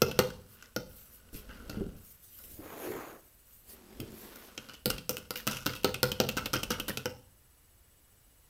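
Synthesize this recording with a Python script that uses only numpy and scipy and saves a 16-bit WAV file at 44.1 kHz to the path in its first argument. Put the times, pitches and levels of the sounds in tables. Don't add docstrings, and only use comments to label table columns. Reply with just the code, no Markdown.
import sys
import numpy as np
from scipy import signal
from scipy.fft import rfft, irfft, next_fast_len
from scipy.io import wavfile
from scipy.ndimage import uniform_filter1d, map_coordinates

SR = 44100
rng = np.random.default_rng(int(sys.argv[2]) if len(sys.argv) > 2 else 0)


def wav_out(sig):
    wavfile.write(sys.argv[1], SR, np.round(np.clip(np.atleast_2d(sig).T, -1, 1) * 32767).astype(np.int16))


N = 374407

# (t/s, strength/dB, thump/dB, wall/dB, rim/dB, brightness/dB per octave, slip decay/s)
SPOON_SKIDS = [(0.625, -67.5, -12, 3, -1.5, -1, 0.01), (1.344, -64.5, -5, -9, -1.5, -6, 0.039),
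               (1.493, -74, 9, 14.5, 7.5, -14, 0.16), (1.696, -58.5, 6.5, -2.5, -6, -0.5, 0.01),
               (1.745, -76, 18, 13, 7, -7, 0.058), (4.688, -63.5, -5, 1.5, 1, -5, 0.014),
               (4.736, -66, -0.5, -18, 1.5, -2, 0.016), (5.368, -54, -21, -19, -9, 5, 0.015),
               (5.4697, -44, -0.5, -2, -1, 3.5, 0.0024), (5.512, -50.5, -9, -5.5, -2, 0.5, 0.081),
               (5.661, -44, -0.5, -1, -5, 0, 0.0056), (5.752, -59, -12.5, -9, 1.5, 2, .018),
               (6.369, -49, 3.5, 5, -1, 2, 0.007), (6.533, -44.5, -0.5, 1, -3, 1.5, 0.01),
               (6.7047, -46.5, 2.5, 1.5, -1.5, 1, 0.012), (6.783, -76, 12, 16, -2, -3, .008),
               (6.882, -50, -3, -3, -2, 2, 0.0089)]
# (t/s, strength/dB, thump/dB, wall/dB, rim/dB, brightness/dB per octave)
SPOON_TAPS = [(0.1136, -60.5, 5, -2, 5.5, 2), (0.303, -67.5, -18, 5.5, -2, 0),
              (1.966, -76, -20, -21.5, -25, 14), (2.387, -64, -27, -13, -18, 11),
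              (2.439, -69.5, -4.5, -25, -6, 8), (3.471, -75, -16, -28, -26, 12),
              (4.358, -65, -10, -6, -11, 4), (4.577, -56, -2.5, -13, 0.5, -8),
              (4.902, -44.5, -8, -6, -4, 0.5), (4.981, -60, 0, -15, 2, -0.5), (5.169, -56, -9.5, -8, 1, 6),
              (5.181, -62, 0.5, -7, -5, 5), (5.107, -55, -4, -12, -9, 7), (6.04, -56, -9, -14, -4, 0),
              (6.213, -57, -15, -7, 1, -4), (6.322, -67, -19, -14, -8, -4), (6.716, -53.5, -19, -6, -8, -4),
              (5.357, -54, -12.5, -5.5, 1, 3.5), (5.535, -79, 16, -26, 12, -4),
              (5.569, -57, -14, -29, 2, 1), (5.7346, -61, -18, -2, 2, -3), (5.833, -64, -19, -13, -1, 3),
              (5.943, -53, -1.5, -5.5, 3.5, 4), (6.1171, -52, 1, -14, 4, 2),
              (6.237, -61, -16, -12.0, -18, -15), (6.289, -48.5, -2.5, -10, 1.5, 1),
              (6.458, -49, -3, -10, -1.5, -1.5), (6.558, -57.5, 10.5, 4.5, 0, -11),
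              (6.632, -50, -3, -13, 1.5, 0), (6.799, -52, -1, -7, 3, 4), (6.895, -55, 5.5, -9, -10, 5),
              (6.973, -51.5, -1, -10.5, -0.5, 1)]
# (f/Hz, level/dB, t60/s)
TABLE_MODES = [(92.6, -9.5, 0.4), (132.2, -1, 0.18), (173, -4.5, 0.08), (215, 1, 0.071), (281, 4, 0.055)]
# (f/Hz, level/dB, t60/s)
BASE_MODES = [(350, -4.5, 0.016), (386.3, -0.5, 0.07), (437.5, -6, 0.091), (495, 5.5, 0.05),
              (603, -6.5, 0.068), (773, -5.5, 0.036), (890, -1, 0.022)]
# (f/Hz, level/dB, t60/s)
WALL_MODES = [(1123, -24, 0.0067), (1348, -0.5, 0.059), (1403, 2, 0.029), (1470, 7.5, 0.035),
              (1564, -13, 0.075), (1954, -13.5, 0.062), (2115, -10.5, 0.099)]
# (f/Hz, level/dB, t60/s)
RIM_MODES = [(2600, -19, 0.12), (2636, 0.5, 0.031), (2816, 8.5, .017), (2910, 2, 0.016), (3068, 4, 0.019),
             (3210, -6.5, 0.046), (3550, -1, 0.014)]
# (f/Hz, level/dB, t60/s)
STEEL_MODES = [(4490, -2.5, 0.009), (5300, 1.5, 0.006), (5600, -4, 0.008), (6220, -6, 0.007),
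               (13300, -5.5, .008), (14470, -4.5, 0.008)]


def amp(db):
    return 10 ** (np.asarray(db) / 20)


def unit(x):
    return x / np.sqrt(np.mean(x ** 2) + 1e-20)


def along(points, hz):
    f, v = np.transpose(points)
    return np.interp(np.log(hz + 1), np.log(f + 1), v)


def filtered(x, response):
    size = next_fast_len(N + SR // 2)
    return irfft(rfft(x, size) * response(np.fft.rfftfreq(size, 1 / SR)), size)[..., :N]


def coloured(x, spectrum):
    return unit(filtered(x, lambda hz: amp(along(spectrum, hz))))


def grains(count, rate, spread_db):
    sizes = rng.standard_normal(count) * amp(spread_db * np.clip(rng.standard_normal(count), -2, 2))
    return unit(sizes * (rng.random(count) < rate / SR))


def add(track, s, sound):
    start = max(round(s * SR), 0)
    track[start:start + len(sound)] += sound[:max(N - start, 0)]


def in_kitchen(x, wet_db, wall_s=0.0092, wall_db=-13, build_s=0.0027):
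    # (f/Hz, t60/s)
    decay = [(100, 1), (300, 0.15), (490, 0.33), (750, 0.47), (1500, 0.26), (5000, 0.43), (13000, 0.28)]
    # (f/Hz, level/dB)
    echo = [(50, -4.5), (130, -6), (380, -7), (490, 2), (620, -12), (850, -4), (1400, -8.5), (3000, -7.5),
            (6000, -12), (9000, -10), (14000, -11)]
    reflections = grains(SR // 2, rate=3500, spread_db=3)
    hz, t, z = signal.stft(reflections, SR, nperseg=256)
    t60 = along(decay, hz)[:, None]
    level = amp(along(echo, hz)[:, None] - 60 * t / t60)
    gain = level * np.sqrt(2 * np.log(1000) / (t60 * SR))
    tail = signal.istft(z * gain, SR, nperseg=256)[1]
    build_up = 1 - np.exp(-np.arange(len(tail)) / SR / build_s)
    room = amp(wet_db) * tail * build_up
    room[0] += 1
    room[round(wall_s * SR)] += amp(wall_db)
    return signal.fftconvolve(x, room)


def ring(modes, t, scatter_db=0.0, detune=0.0049, lag=0.99):
    hz, db, t60 = np.transpose(modes)[:, :, None]
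    strength, shift, phase = rng.standard_normal((3, len(modes), 1))
    onset = 1 - np.exp(-2 * np.pi * hz * t)
    waves = np.sin(2 * np.pi * hz * (1 + detune * shift) * t + lag * phase) * onset
    return np.sum(amp(db + scatter_db * strength - 60 * t / t60) * waves, axis=0)


def swells(rows):
    shape = 2.04
    power = np.zeros(N)
    for s, db, rise_s, fall_s in rows:
        first = max(int((s - 2 * rise_s) * SR), 0)
        last = min(int((s + 2 * fall_s) * SR), N)
        t = np.arange(first, last) / SR - s
        drop_db = 20 * np.maximum(-t / rise_s, t / fall_s) ** shape
        power[first:last] += amp(db - drop_db) ** 2
    return np.sqrt(power)


def flutter(rate, depth_db):
    knots = rng.standard_normal(int(N * rate / SR) + 4)
    return amp(depth_db * map_coordinates(knots, [np.arange(N) * rate / SR], order=1))


def patchy(x, depth_db):
    z = signal.stft(x, nperseg=512)[2]
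    across_hz = uniform_filter1d(rng.standard_normal(z.shape), size=7, axis=0)
    field = uniform_filter1d(across_hz, size=12, axis=1)
    return unit(signal.istft(z * amp(depth_db * unit(field)), nperseg=512)[1][:N])


def evened(x, colour_db, smooth_hz=450):
    size = 2 * len(x)
    width = max(int(smooth_hz * size / SR), 1)
    power = np.abs(uniform_filter1d(np.abs(rfft(x, size)) ** 2, size=width))
    wanted = amp(colour_db(np.fft.rfftfreq(size, 1 / SR)))
    cepstrum = irfft(np.log(wanted / np.sqrt(power + 1e-12)))
    cepstrum[1:len(x)] *= 2
    cepstrum[len(x):] = 0
    return irfft(rfft(x, size) * np.exp(rfft(cepstrum)))[:len(x)]


def background(floor_db=-63, side_db=-76, whine_db=-2, pulse_hz=15.06):
    # (f/Hz, level/dB)
    quiet = [(20, -3), (55, 4.5), (90, -1), (130, -8), (220, -14), (500, -16.5), (850, -20.5), (1500, -20),
             (3000, -24.5), (5000, -25), (7500, -24.5), (13000, -19.5), (15500, -21.5), (17000, -39.5)]
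    # (f/Hz, level/dB)
    side_colour = [(100, -16.5), (3000, -22), (8000, -56), (14000, 10.5), (17000, -5.5)]
    # (f/Hz, level/dB)
    tones = [(2900, -81.5), (8000, -74.5), (10901, -75.5), (11590, -91.5)]
    t = np.arange(N) / SR
    air = amp(floor_db) * coloured(rng.standard_normal(N), quiet)
    steady = sum(amp(db + whine_db) * np.sin(2 * np.pi * hz * t) for hz, db in tones)
    whine = steady * (1 + np.sin(2 * np.pi * pulse_hz * t))
    side = amp(side_db) * coloured(rng.standard_normal(N), side_colour)
    return air + whine + np.array([side, -side])


def arms(cloth_db=-1, sway_db=-3):
    # (t/s, level/dB, rise/s, fall/s)
    brushes = [(0.52, -58, 0.043, 0.071), (1.02, -55.5, 0.17, 0.13), (1.13, -56, 0.036, 0.095),
               (1.35, -50, 0.028, 0.094), (1.6, -71, 0.23, 0.4), (2.05, -57.5, 0.12, 0.21),
               (2.26, -54.5, 0.075, 1), (2.47, -51.5, 0.071, 0.12), (2.55, -51.5, 0.071, 0.036),
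               (2.82, -52.5, 0.08, 0.32), (3.2, -66, 0.13, 0.94), (3.52, -59.5, 0.087, 0.16),
               (3.715, -50, 0.054, 0.066), (4.2, -53, 0.098, 0.19), (4.44, -55, 0.2, 0.074)]
    # (t/s, level/dB, rise/s, fall/s)
    leans = [(0.2, -46.5, 0.35, 0.25), (0.86, -52, 0.15, 0.21), (1.82, -43.5, 0.64, 0.27),
             (2.62, -53.5, 0.36, 0.15), (4.03, -49.5, 0.11, 0.17), (4.88, -43, 0.037, 0.16),
             (6.7, -47.5, 1.76, 0.38)]
    # (f/Hz, level/dB)
    cloth_colour = [(300, -60), (1500, -17), (4000, -13), (7000, -10), (10000, -6), (13000, 0), (15000, -2),
                    (16500, -14), (18000, -80)]
    # (f/Hz, level/dB)
    rumble = [(20, -2.5), (45, 7.5), (90, -2.5), (130, -24.5), (210, -4), (300, -12), (600, -16),
              (1500, -52.5)]
    fibres = coloured(grains(N, rate=30000, spread_db=0.5), cloth_colour)
    cloth = amp(cloth_db) * swells(brushes) * patchy(fibres, depth_db=3.0)
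    sway = amp(sway_db) * swells(leans) * coloured(rng.standard_normal(N), rumble)
    catching = flutter(rate=60, depth_db=2)
    return cloth * catching + sway


def slide(start, hardest, end, db, easing_db):
    grip_s, stop_s = 0.1, 0.19
    t = np.arange(N) / SR
    at_rest = np.maximum(start - t, 0) / grip_s + np.maximum(t - end, 0) / stop_s
    return amp(db - easing_db * np.abs(t - hardest) - 20 * at_rest)


def sliding():
    # (f/Hz, level/dB)
    glass_on_wood = [(60, -37), (130, -15), (240, -5), (330, -1.5), (520, -4.5), (800, -9.5), (1300, -12),
                     (2500, -20.5), (5600, -32.5), (6800, -23), (7700, -39), (12800, -24), (15000, -27),
                     (17000, -56)]
    # (f/Hz, level/dB)
    plastic_on_wood = [(100, -10), (400, 9.5), (900, 3), (1500, 0.5), (3000, -2), (6000, -6.5), (9500, -18),
                       (13000, -5), (17000, -62)]
    # (f/Hz, level/dB)
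    groan_colour = [(70, -19.5), (140, -16), (210, 5.5), (290, -4.5), (380, 0.5), (520, -17), (1200, -29)]
    jar_push = slide(start=2.645, hardest=2.87, end=3.115, db=-41.0, easing_db=31.0)
    jug_pull = slide(start=3.7, hardest=4.34, end=4.475, db=-55.0, easing_db=13.5)
    jug_strain = slide(start=3.7, hardest=4.1, end=4.5, db=-50.5, easing_db=36.0)
    jar_slips = coloured(grains(N, rate=9000, spread_db=-0.5), glass_on_wood)
    jug_slips = coloured(grains(N, rate=5600, spread_db=-1.5), plastic_on_wood)
    jar = jar_push * patchy(jar_slips, depth_db=2.1)
    jug = jug_pull * patchy(jug_slips, depth_db=1.0)
    groan = jug_strain * coloured(grains(N, rate=1500, spread_db=1.5), groan_colour)
    judder = flutter(rate=150, depth_db=1.2)
    return (jar + jug + groan) * judder


def bumps(gain_db=-4, life_s=0.064, table_db=-16, base_db=-17, judder_s=0.025, wet_db=-2):
    # (t/s, push level/dB, pitch f/Hz, jug base relative level/dB)
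    table_bumps = [(1.33, -33, 54, -18), (1.347, -29, 40, -29), (1.358, -37, 188, -22),
                   (1.771, -23.5, 207, -16), (1.808, -19.5, 173, -12), (1.86, -25.5, 173, -29),
                   (2.514, -40, 51, -26), (2.591, -32.5, 297, -26), (2.723, -41, 694, -13),
                   (2.871, -32.5, 365, -2), (2.897, -34.5, 326, -1.5), (2.947, -32.5, 330, -7),
                   (3.998, -20.5, 253, -17)]
    out, t = np.zeros(N), np.arange(SR // 3) / SR
    for s, db, hz, jug_db in table_bumps:
        push = np.sin(2 * np.pi * hz * t) * amp(-60 * t / life_s) * (1 - np.exp(-t / 0.003))
        judder = grains(len(t), rate=1500, spread_db=8.0) * np.exp(-t / judder_s)
        jug = unit(signal.fftconvolve(ring(BASE_MODES[:3], t), judder)[:len(t)])
        table = ring(TABLE_MODES, t)
        thud = amp(gain_db) * push + amp(table_db) * table + amp(jug_db + base_db) * jug
        add(out, s, in_kitchen(amp(db) * thud, wet_db))
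    return out


def marinade(gain_db=-1, bubble_hz=3300, cycles=4, bubble_db=-9, rattle_db=-4):
    # (t/s, level/dB, rise/s, fall/s)
    drags = [(0.15, -60, 0.27, 0.47), (0.6, -63, 0.14, 0.18), (0.97, -66.5, 0.16, 0.76),
             (1.6, -61.5, 0.42, 0.67), (4.66, -58.5, 0.37, 0.092), (4.93, -56, 0.034, 0.036),
             (5.56, -51, 0.1, 0.026)]
    # (f/Hz, level/dB)
    cream = [(80, -36), (150, -15), (220, 14), (320, -6), (490, 9), (750, -9), (1100, 0.5), (1480, 3),
             (1850, -8.5), (2800, -13.5), (3700, -8.5), (5200, -7.5), (8500, -14), (13200, -8.5),
             (17000, -60)]
    wave_db, wave_grows, wave_rise_s, wave_fall_s = -24.5, 0.63, 0.012, 0.12
    bubble_rate = 1200
    froth, t = np.zeros(N), np.arange(SR // 100) / SR
    for when, pitch, size in rng.random((int(bubble_rate * N / SR), 3)):
        turns = bubble_hz * 2 ** (2 * pitch - 1) * t
        pop = np.sin(2 * np.pi * turns * (1 + 6 * t)) * np.exp(-turns / cycles)
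        add(froth, when * N / SR, amp(-20 * size) * pop)
    swish = coloured(grains(N, rate=2600, spread_db=3.5), cream)
    catches = grains(N, rate=220, spread_db=4)
    jug_and_spoon = ring(WALL_MODES + RIM_MODES + STEEL_MODES, np.arange(SR // 10) / SR)
    rattle = signal.fftconvolve(catches, jug_and_spoon)[:N]
    drag = swish + amp(bubble_db) * unit(froth) + amp(rattle_db) * unit(rattle)
    waves = [(s + wave_rise_s, wave_db + wave_grows * db, wave_rise_s, wave_fall_s)
             for s, db, *_ in SPOON_SKIDS + SPOON_TAPS]
    return amp(gain_db) * swells(drags + waves) * drag


def scraping(low_hz=1700, high_hz=6200, cycles=5, spread_db=7, wet_db=-4):
    # (t/s, level/dB, rise/s, fall/s)
    scrapes = [(0.648, -58, 0.014, 0.025), (1.53, -61, 0.054, 0.067), (1.72, -63, 0.024, 0.066),
               (4.745, -59, 0.02, 0.04), (5.385, -47, 0.02, 0.025), (5.517, -45, 0.049, 0.027),
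               (5.54, -50, 0.015, 0.06), (5.685, -46.5, 0.032, 0.05), (5.752, -53, 0.025, 0.023),
               (5.875, -41, 0.019, 0.037), (6.06, -46, 0.014, 0.027), (6.385, -39, 0.015, 0.015),
               (6.553, -43, 0.025, 0.038), (6.725, -44, 0.035, 0.039), (6.9, -45, 0.023, 0.027)]
    grit, t = np.zeros(N), np.arange(SR // 100) / SR
    tick_rate = 750
    count = int(tick_rate * N / SR)
    places = rng.random((count, 2))
    sizes = np.clip(rng.standard_normal(count), -2, 2)
    for (when, pitch), size in zip(places, sizes):
        turns = low_hz * (high_hz / low_hz) ** pitch * t
        tick = np.sin(2 * np.pi * turns) * np.exp(-turns / cycles)
        add(grit, when * N / SR, amp(spread_db * size) * tick)
    rough = flutter(rate=170, depth_db=5)
    return in_kitchen(swells(scrapes) * unit(grit * rough), wet_db)[:N]


def contact(strength_db, thump_db, wall_db, rim_db, bright_db, chatter_s, catch_rate, chatter_db,
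            soften_db, steel_db, table_db, body_db, wet_db, wall_tuning):
    # (f/Hz, level/dB)
    clack_colour = [(200, -36.5), (900, -10), (1900, -11), (2250, -9), (3000, -3), (3700, 1), (4600, 1.5),
                    (5700, 2.5), (7000, -3), (9000, -7.5), (11000, -7), (14200, -2.5), (15500, -10.5),
                    (17000, -14.5)]
    hollow_hz = 123
    t = np.arange(SR // 3) / SR
    slip = grains(len(t), rate=catch_rate, spread_db=4.5) * np.exp(-t / chatter_s)
    force = amp(chatter_db) * slip / (np.linalg.norm(slip) + 1e-12)
    force[0] += 1
    force = evened(force, np.zeros_like)

    colour = [(hz, db + rng.normal(0, 2.9)) for hz, db in clack_colour]

    def clack_db(hz):
        return along(colour, hz) + bright_db * np.log2(np.maximum(hz, 4000) / 4000)

    softening = amp(-soften_db * (1 - np.exp(-t / 0.0033)))
    clack = unit(evened(force, clack_db) * softening)

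    spot = np.repeat(rng.integers(3, size=len(t)), SR // 250)[:len(t)]

    def driven(modes, time, **scatter):
        return unit(sum(signal.fftconvolve(ring(modes, time, **scatter), force * (spot == k))[:len(t)]
                        for k in range(3)))

    brief = t[:SR // 10]
    steel = amp(steel_db) * driven(STEEL_MODES, brief, scatter_db=3.0, detune=0.022)
    wall = amp(wall_db) * driven(WALL_MODES, wall_tuning * brief, scatter_db=1.0, detune=0.02)
    rim = amp(rim_db) * driven(RIM_MODES, brief, scatter_db=3, detune=0.035)
    base = unit(ring(BASE_MODES, t, scatter_db=2, detune=0.009, lag=0.8))
    table = unit(ring(TABLE_MODES, t, scatter_db=3.0, detune=0.015))
    high_pass = signal.butter(2, hollow_hz, "highpass", fs=SR, output="sos")
    thump = amp(thump_db) * unit(signal.sosfilt(high_pass, base + amp(table_db) * table))
    body = amp(body_db) * (thump + wall + rim)
    return in_kitchen(amp(strength_db) * (clack + steel + body), wet_db)


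def spoon():
    # (t/s, strength/dB, thump/dB, wall/dB, rim/dB, brightness/dB per octave, table top/dB, room boom/dB)
    knocks = [(0.0191, -41, 4, -4, -7.5, -1, -2, 7.5), (0.1903, -41.5, 4.5, -2, -11.5, -1.5, -3, 12),
              (0.7628, -51, 1.5, -3.5, -12.5, -4, 2, 11.5), (4.002, -58.5, -11, -15, -5.5, 2.5, 9, -14),
              (4.858, -44, -0.5, -13.5, -11.5, 3, 3, -5), (5.0935, -46, -4.5, -13.5, -12, 3.5, -0.5, -6),
              (5.307, -51, -5.5, -9, -19, -4, -7, 3), (5.8455, -42.5, 3, -5.5, -8, -1.5, -6, 3),
              (6.031, -41, -0.5, -4, -11, -0.5, -2.5, -2), (6.2013, -45, 5, -6, -4.5, 0, -0.5, 8),
              (7.057, -53.5, 4.5, 0, -1.5, 2, 0.5, 11)]
    # (f/Hz, level/dB, t60/s)
    boom_modes = [(487, -7.5, 0.4), (501.7, 0, 0.4), (516.4, -8.5, 0.4)]
    out, t = np.zeros(N), np.arange(SR // 2) / SR
    for s, db, *touch, table_db, boom_db in knocks:
        knock = contact(db, *touch, chatter_s=0.0016, catch_rate=7000, chatter_db=3.0, soften_db=-3.0,
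                        steel_db=-3, table_db=table_db, body_db=2, wet_db=2, wall_tuning=0.97)
        add(out, s, knock)
        add(out, s, amp(db + boom_db) * ring(boom_modes, t, detune=0.0005, lag=0.16))
    for s, *touch in SPOON_SKIDS:
        skid = contact(*touch, catch_rate=1000, chatter_db=10.0, soften_db=4.0, steel_db=-26,
                       table_db=5.5, body_db=-1.5, wet_db=3.5, wall_tuning=1.005)
        add(out, s, skid)
    for s, *touch in SPOON_TAPS:
        tap = contact(*touch, chatter_s=0.0027, catch_rate=6700, chatter_db=12, soften_db=1.0,
                      steel_db=-15, table_db=4.0, body_db=0, wet_db=-1, wall_tuning=1.005)
        add(out, s, tap)
    return out


def scene():
    return background() + arms() + sliding() + bumps() + marinade() + scraping() + spoon()


def record(dry):
    top_hz = 15750
    return filtered(dry, lambda hz: 1 / np.sqrt(1 + (hz / top_hz) ** 140))


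dry = scene()
out = record(dry)
wav_out(out)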